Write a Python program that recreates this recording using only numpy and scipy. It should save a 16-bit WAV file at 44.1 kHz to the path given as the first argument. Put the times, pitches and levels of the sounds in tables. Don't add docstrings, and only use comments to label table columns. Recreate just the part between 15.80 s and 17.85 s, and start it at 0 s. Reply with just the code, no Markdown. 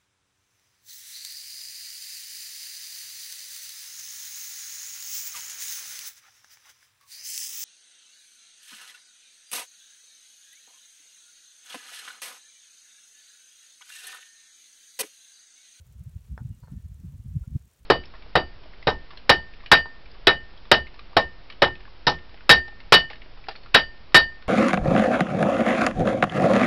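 import sys
import numpy as np
from scipy import signal
from scipy.fft import rfft, irfft
from scipy.io import wavfile

SR = 44100
rng = np.random.default_rng(int(sys.argv[2]) if len(sys.argv) > 2 else 0)


def unload_audio(sound):
    columns = np.transpose(np.atleast_2d(sound))
    steps = np.round(np.clip(columns, -1, 1) * 32767)
    wavfile.write(sys.argv[1], SR, steps.astype(np.int16))


def boost(x):
    u = np.asarray(x, float) / 20
    return 10 ** u


N = 90404

# pitch_hz, density_db (per Hz)
AIR_COLOUR = [(20, -6.5), (60, 8.5), (120, 3.5), (200, -7), (280, -6), (400, -0.5), (755, -6.5), (1810, -8),
              (4190, -10), (4900, -13), (5500, -10), (6560, -10), (9500, -12), (10500, -15), (13000, -13),
              (15800, -12.5)]
# centre_s, length_s, level_db, swing_hz, glide_hz_per_s (at the centre), flutter_db (relative to the swing)
BUFFETS = [(0.009, 0.028, -46.5, 93, -640, -43), (0.067, 0.013, -51, 70.4, -1170, -32),
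           (0.101, 0.017, -50.5, 99, -710, -20), (0.166, 0.02, -42.5, 79, -1910, -19),
           (0.209, 0.019, -36.5, 135, 3250, -36), (0.272, 0.018, -35.5, 104, 3654, -48),
           (0.362, 0.01, -29.5, 83.5, 1640, -20), (0.392, 0.01, -49, 88, -350, -14.5),
           (0.439, 0.013, -52.5, 73, -930, -19), (0.527, 0.024, -29.5, 65.8, -150, -20.5),
           (0.579, 0.0082, -46.5, 95, 1930, -8), (0.617, 0.014, -31.0, 112, 917, -11),
           (0.658, 0.0091, -27.5, 128.3, -1540, -26), (0.706, 0.027, -34, 97.7, 1023, -11),
           (0.782, 0.027, -51, 86.6, -2130, -10), (0.835, 0.0091, -36.5, 105, -1930, -35),
           (0.881, 0.019, -48, 68.0, -780, -21), (0.931, 0.018, -37, 133, 1115, -2.5),
           (0.974, 0.014, -32.5, 87.5, 1474, -12), (1.001, 0.0084, -41.5, 109, -1660, -33),
           (1.058, 0.016, -33.0, 80, -370, -18.5), (1.114, 0.021, -37.0, 105, -1530, -38),
           (1.161, 0.024, -44.0, 76.0, -1070, -21.5), (1.205, 0.014, -42.0, 77, -1580, -12.5),
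           (1.249, 0.012, -35.5, 118.5, -4540, -5.5), (1.277, 0.031, -38.5, 82.4, -2130, -30),
           (1.308, 0.038, -49, 138, 1246, -7.5), (1.35, 0.017, -37.5, 95, 2373, -16.5),
           (1.402, 0.016, -35.5, 106.5, 306, -20.5), (1.464, 0.016, -36, 122, 170, -12.5),
           (1.504, 0.028, -33.5, 88.6, -57, -21), (1.567, 0.017, -23, 125.3, -2290, -16),
           (1.621, 0.013, -28, 67, -1020, -31), (1.679, 0.0058, -30, 103.0, -180, -19),
           (1.714, 0.017, -47.5, 100, -100, 1), (1.759, 0.009, -19, 112.5, 4746, -11),
           (1.809, 0.024, -49, 83.0, -2620, -25), (1.839, 0.026, -50.5, 67.5, 591, -27),
           (1.869, 0.011, -54, 75, -2330, -11.5), (2.024, 0.025, -50.5, 97.3, -2110, -14.5)]
# time_s, level_db
RUMBLE_LEVEL = [(0, -61), (.15, -61), (.2, -76), (.33, -51), (.48, -49), (.74, -54), (.8, -69), (.92, -45),
                (1.02, -58), (1.3, -52), (1.5, -70), (1.56, -55), (1.65, -61.5), (1.73, -38), (1.79, -63),
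                (1.88, -80), (1.92, -70), (2.05, -81)]
# pitch_hz, density_db (per Hz)
TURBULENCE_COLOUR = [(15, -45.5), (30, -17), (45, 3), (65, 3), (100, -6), (140, -7), (190, -20), (260, -39),
                     (500, -72)]
# pitch_hz, density_db (per Hz)
FLUTTER_COLOUR = [(60, -50.5), (130, -2.5), (180, 2), (240, -8), (310, -20.5), (400, -32.5), (480, -51.5),
                  (800, -80)]
# start_s, peak_db, contact_cut_hz
TAPS = [(0.004, -67.5, 600), (0.829, -60, 1300), (0.843, -57.5, 990), (1.332, -64, 590),
        (1.637, -56.5, 1800)]
# pitch_hz, level_db, t60_s
HOLLOW_MODES = [(536, -8.5, 0.11), (876, -12, 0.062), (965, 2, 0.08), (1393, 0, 0.066)]
# first_stroke_s, period_s, stroke_length_s
GRASSHOPPERS = [(0.0125, 0.05658, .004), (0.017, 0.0593, .003)]
# time_s, first_db, second_db
GRASSHOPPER_LEVELS = [(0, -72.5, -70), (.2, -70.5, -75.5), (.5, -75, -81), (.75, -69.5, -71.5),
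                      (1.1, -81, -71), (1.3, -81, -71.5), (1.6, -73, -73), (2.05, -72.5, -72.5)]
# pitch_hz, width_hz, level_db
WING_RESONANCES = [(6600, 1500, -0.5), (7370, 1000, 0), (8880, 2200, 6), (11130, 770, -3.5),
                   (13200, 600, -1.5), (15100, 2300, 1.5)]
# start_s, peak_db, contact_cut_hz, rattle_s, rattle_db (relative to the blow)
KNOCKS = [(0.5777, -30.5, 2490, 0.038, -17), (0.8360, -47, 1470, 0.013, -19),
          (0.8740, -51, 1970, 0.07, -10), (0.8815, -46, 1060, .01, -27)]
# pitch_hz, level_db, t60_s
SPINDLE_MODES = [(434, -6.5, 0.025), (640, -15, 0.0064), (863, -10, 0.11), (972, 2, 0.008),
                 (1304, -12.5, 0.11), (1495, 10.5, .006), (1857, -3, 0.016), (2130, -0.5, 0.0072),
                 (3390, -11, 0.024), (5310, 13, 0.018)]
# start_s, pitch_hz, level_db, swell_s, t60_s
CHIMES = [(0.705, 2860, -71, 0.017, 0.32), (0.797, 4810, -73, 0.009, 0.34),
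          (0.815, 4340, -63.5, 0.023, 0.24), (0.845, 1800, -76, 0.0067, 1.5),
          (1.40, 2826, -77, 0.017, 0.21)]


def rms_one(x):
    return x / np.sqrt(np.mean(x ** 2) + 1e-20)


def in_time(rows):
    s, *columns = np.transpose(rows)
    return [np.interp(np.arange(N) / SR, s, column) for column in columns]


def coloured(spectrum):
    hz = np.maximum(np.arange(N // 2 + 1) * SR / N, 1)
    point_hz, point_db = np.transpose(spectrum)
    gain = boost(np.interp(np.log(hz), np.log(point_hz), point_db))
    return rms_one(irfft(rfft(rng.standard_normal(N)) * gain, N))


def drift(pole_hz):
    r = np.exp(-2 * np.pi * pole_hz / SR)
    wander = signal.lfilter([1], [1, -2 * r, r * r], rng.standard_normal(N + SR))
    return rms_one(wander[SR:])


def around(centre_s, length_s):
    return slice(max(int((centre_s - 5 * length_s) * SR), 0), int((centre_s + 5 * length_s) * SR))


def ring(push, hz, t60):
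    r, w = boost(-60 / (t60 * SR)), 2 * np.pi * hz / SR
    return signal.lfilter([0, np.sin(w)], [1, -2 * r * np.cos(w), r * r], push + 1e-18)


def soften(clicks, cut_hz):
    return signal.sosfilt(signal.butter(4, cut_hz, fs=SR, output="sos"), clicks + 1e-18)


def struck(out, start_s, peak_db, push, modes):
    body = 0
    for k, (hz, db, t60) in enumerate(modes):
        strength = boost(db + 2.8 * rng.standard_normal())
        body = body + (-1) ** k * strength * ring(push, hz, t60)
    body = boost(peak_db) * body / np.abs(body).max()
    return out + np.pad(body, (int(start_s * SR), N))[:N]


def outdoor_hiss():
    level_db, patchy_db, pole_hz = -68.5, 1.0, 32.0
    return boost(level_db + patchy_db * drift(pole_hz)) * coloured(AIR_COLOUR)


def wind():
    swing_width, flutter_width = 0.5, 0.75
    noise_share = 0.47
    lump_db, lump_pole_hz = 3.5, 19
    low_cut_hz = 36.7
    t, out = np.arange(N) / SR, np.zeros(N)
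    turbulence, fast = coloured(TURBULENCE_COLOUR), coloured(FLUTTER_COLOUR)
    start_turns = rng.random(len(BUFFETS))
    for (s, length, level_db, hz, glide, flutter_db), turn in zip(BUFFETS, start_turns):
        near = around(s, length)
        u = t[near] - s
        shape = 1 / np.cosh(u / (swing_width * length))
        cycles = turn + hz * u + glide * length ** 2 * np.log(np.cosh(u / length))
        swing = np.sqrt(2 - 2 * noise_share) * np.sin(2 * np.pi * cycles)
        lump = shape * (swing + np.sqrt(noise_share) * turbulence[near])
        out[near] += boost(level_db) * lump * np.sqrt(np.sum(shape ** 2) / np.sum(lump ** 2))
        edge = np.exp(-.5 * (u / (flutter_width * length)) ** 2)
        flutter = edge * fast[near]
        flutter *= np.sqrt(np.sum(edge ** 2) / np.sum(flutter ** 2))
        out[near] += boost(level_db + flutter_db) * flutter
    gust_db, = in_time(RUMBLE_LEVEL)
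    out += boost(gust_db + lump_db * drift(lump_pole_hz)) * coloured(TURBULENCE_COLOUR)
    return signal.sosfiltfilt(signal.butter(2, low_cut_hz, "high", fs=SR, output="sos"), out)


def taps():
    out = np.zeros(N)
    click = np.arange(SR // 5) == 0
    for s, peak_db, cut_hz in TAPS:
        out = struck(out, s, peak_db, soften(click, cut_hz), HOLLOW_MODES)
    return out


def grasshoppers():
    jitter_s, stroke_spread_db, band_spread_db = .001, 1.5, 3.5
    t, out, bands = np.arange(N) / SR, np.zeros(N), []
    for hz, width, db in WING_RESONANCES:
        band = signal.butter(2, [hz - width / 2, hz + width / 2], "band", fs=SR, output="sos")
        bands.append(boost(db) * rms_one(signal.sosfilt(band, rng.standard_normal(N))))
    for (first, period, length), level_db in zip(GRASSHOPPERS, in_time(GRASSHOPPER_LEVELS)):
        for s in np.arange(first, N / SR, period):
            late, loud, *colour = rng.standard_normal(2 + len(WING_RESONANCES))
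            near = around(s, length)
            shape = np.exp(-.5 * ((t[near] - s - jitter_s * late) / (length / 2)) ** 2)
            hiss = sum(boost(band_spread_db * c) * b[near] for c, b in zip(colour, bands))
            out[near] += shape * boost(level_db[near] + stroke_spread_db * loud) * hiss / 2
    return out


def spindle():
    rattles_per_s, rattle_cut_hz = 800, 1500
    out, u = np.zeros(N), np.arange(SR // 5) / SR
    for s, peak_db, cut_hz, rattle_s, rattle_db in KNOCKS:
        chance, height = rng.random((2, len(u)))
        contacts = (chance < rattles_per_s / SR) * (2 * height - 1)
        rattle = boost(rattle_db) * contacts * np.exp(-(u / rattle_s) ** 4)
        push = soften(u == 0, cut_hz) + soften(rattle, rattle_cut_hz)
        out = struck(out, s, peak_db, push, SPINDLE_MODES)
    return out


def chimes():
    waver_db, waver_pole_hz = 3.0, 20
    out = np.zeros(N)
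    for s, hz, db, swell, t60 in CHIMES:
        u = np.maximum(np.arange(N) / SR - s, 0)
        level = boost(db - 60 * u / t60 + waver_db * drift(waver_pole_hz))
        out += level * (1 - np.exp(-u / swell)) * np.sin(2 * np.pi * hz * u)
    return out


def scene():
    return (outdoor_hiss() + wind() + taps() + grasshoppers() + spindle() + chimes())[None]


def top_cut(x):
    return signal.sosfilt(signal.butter(12, 15910, fs=SR, output="sos"), x)


def record(dry):
    return top_cut(dry)


dry = scene()
out = record(dry)
unload_audio(out)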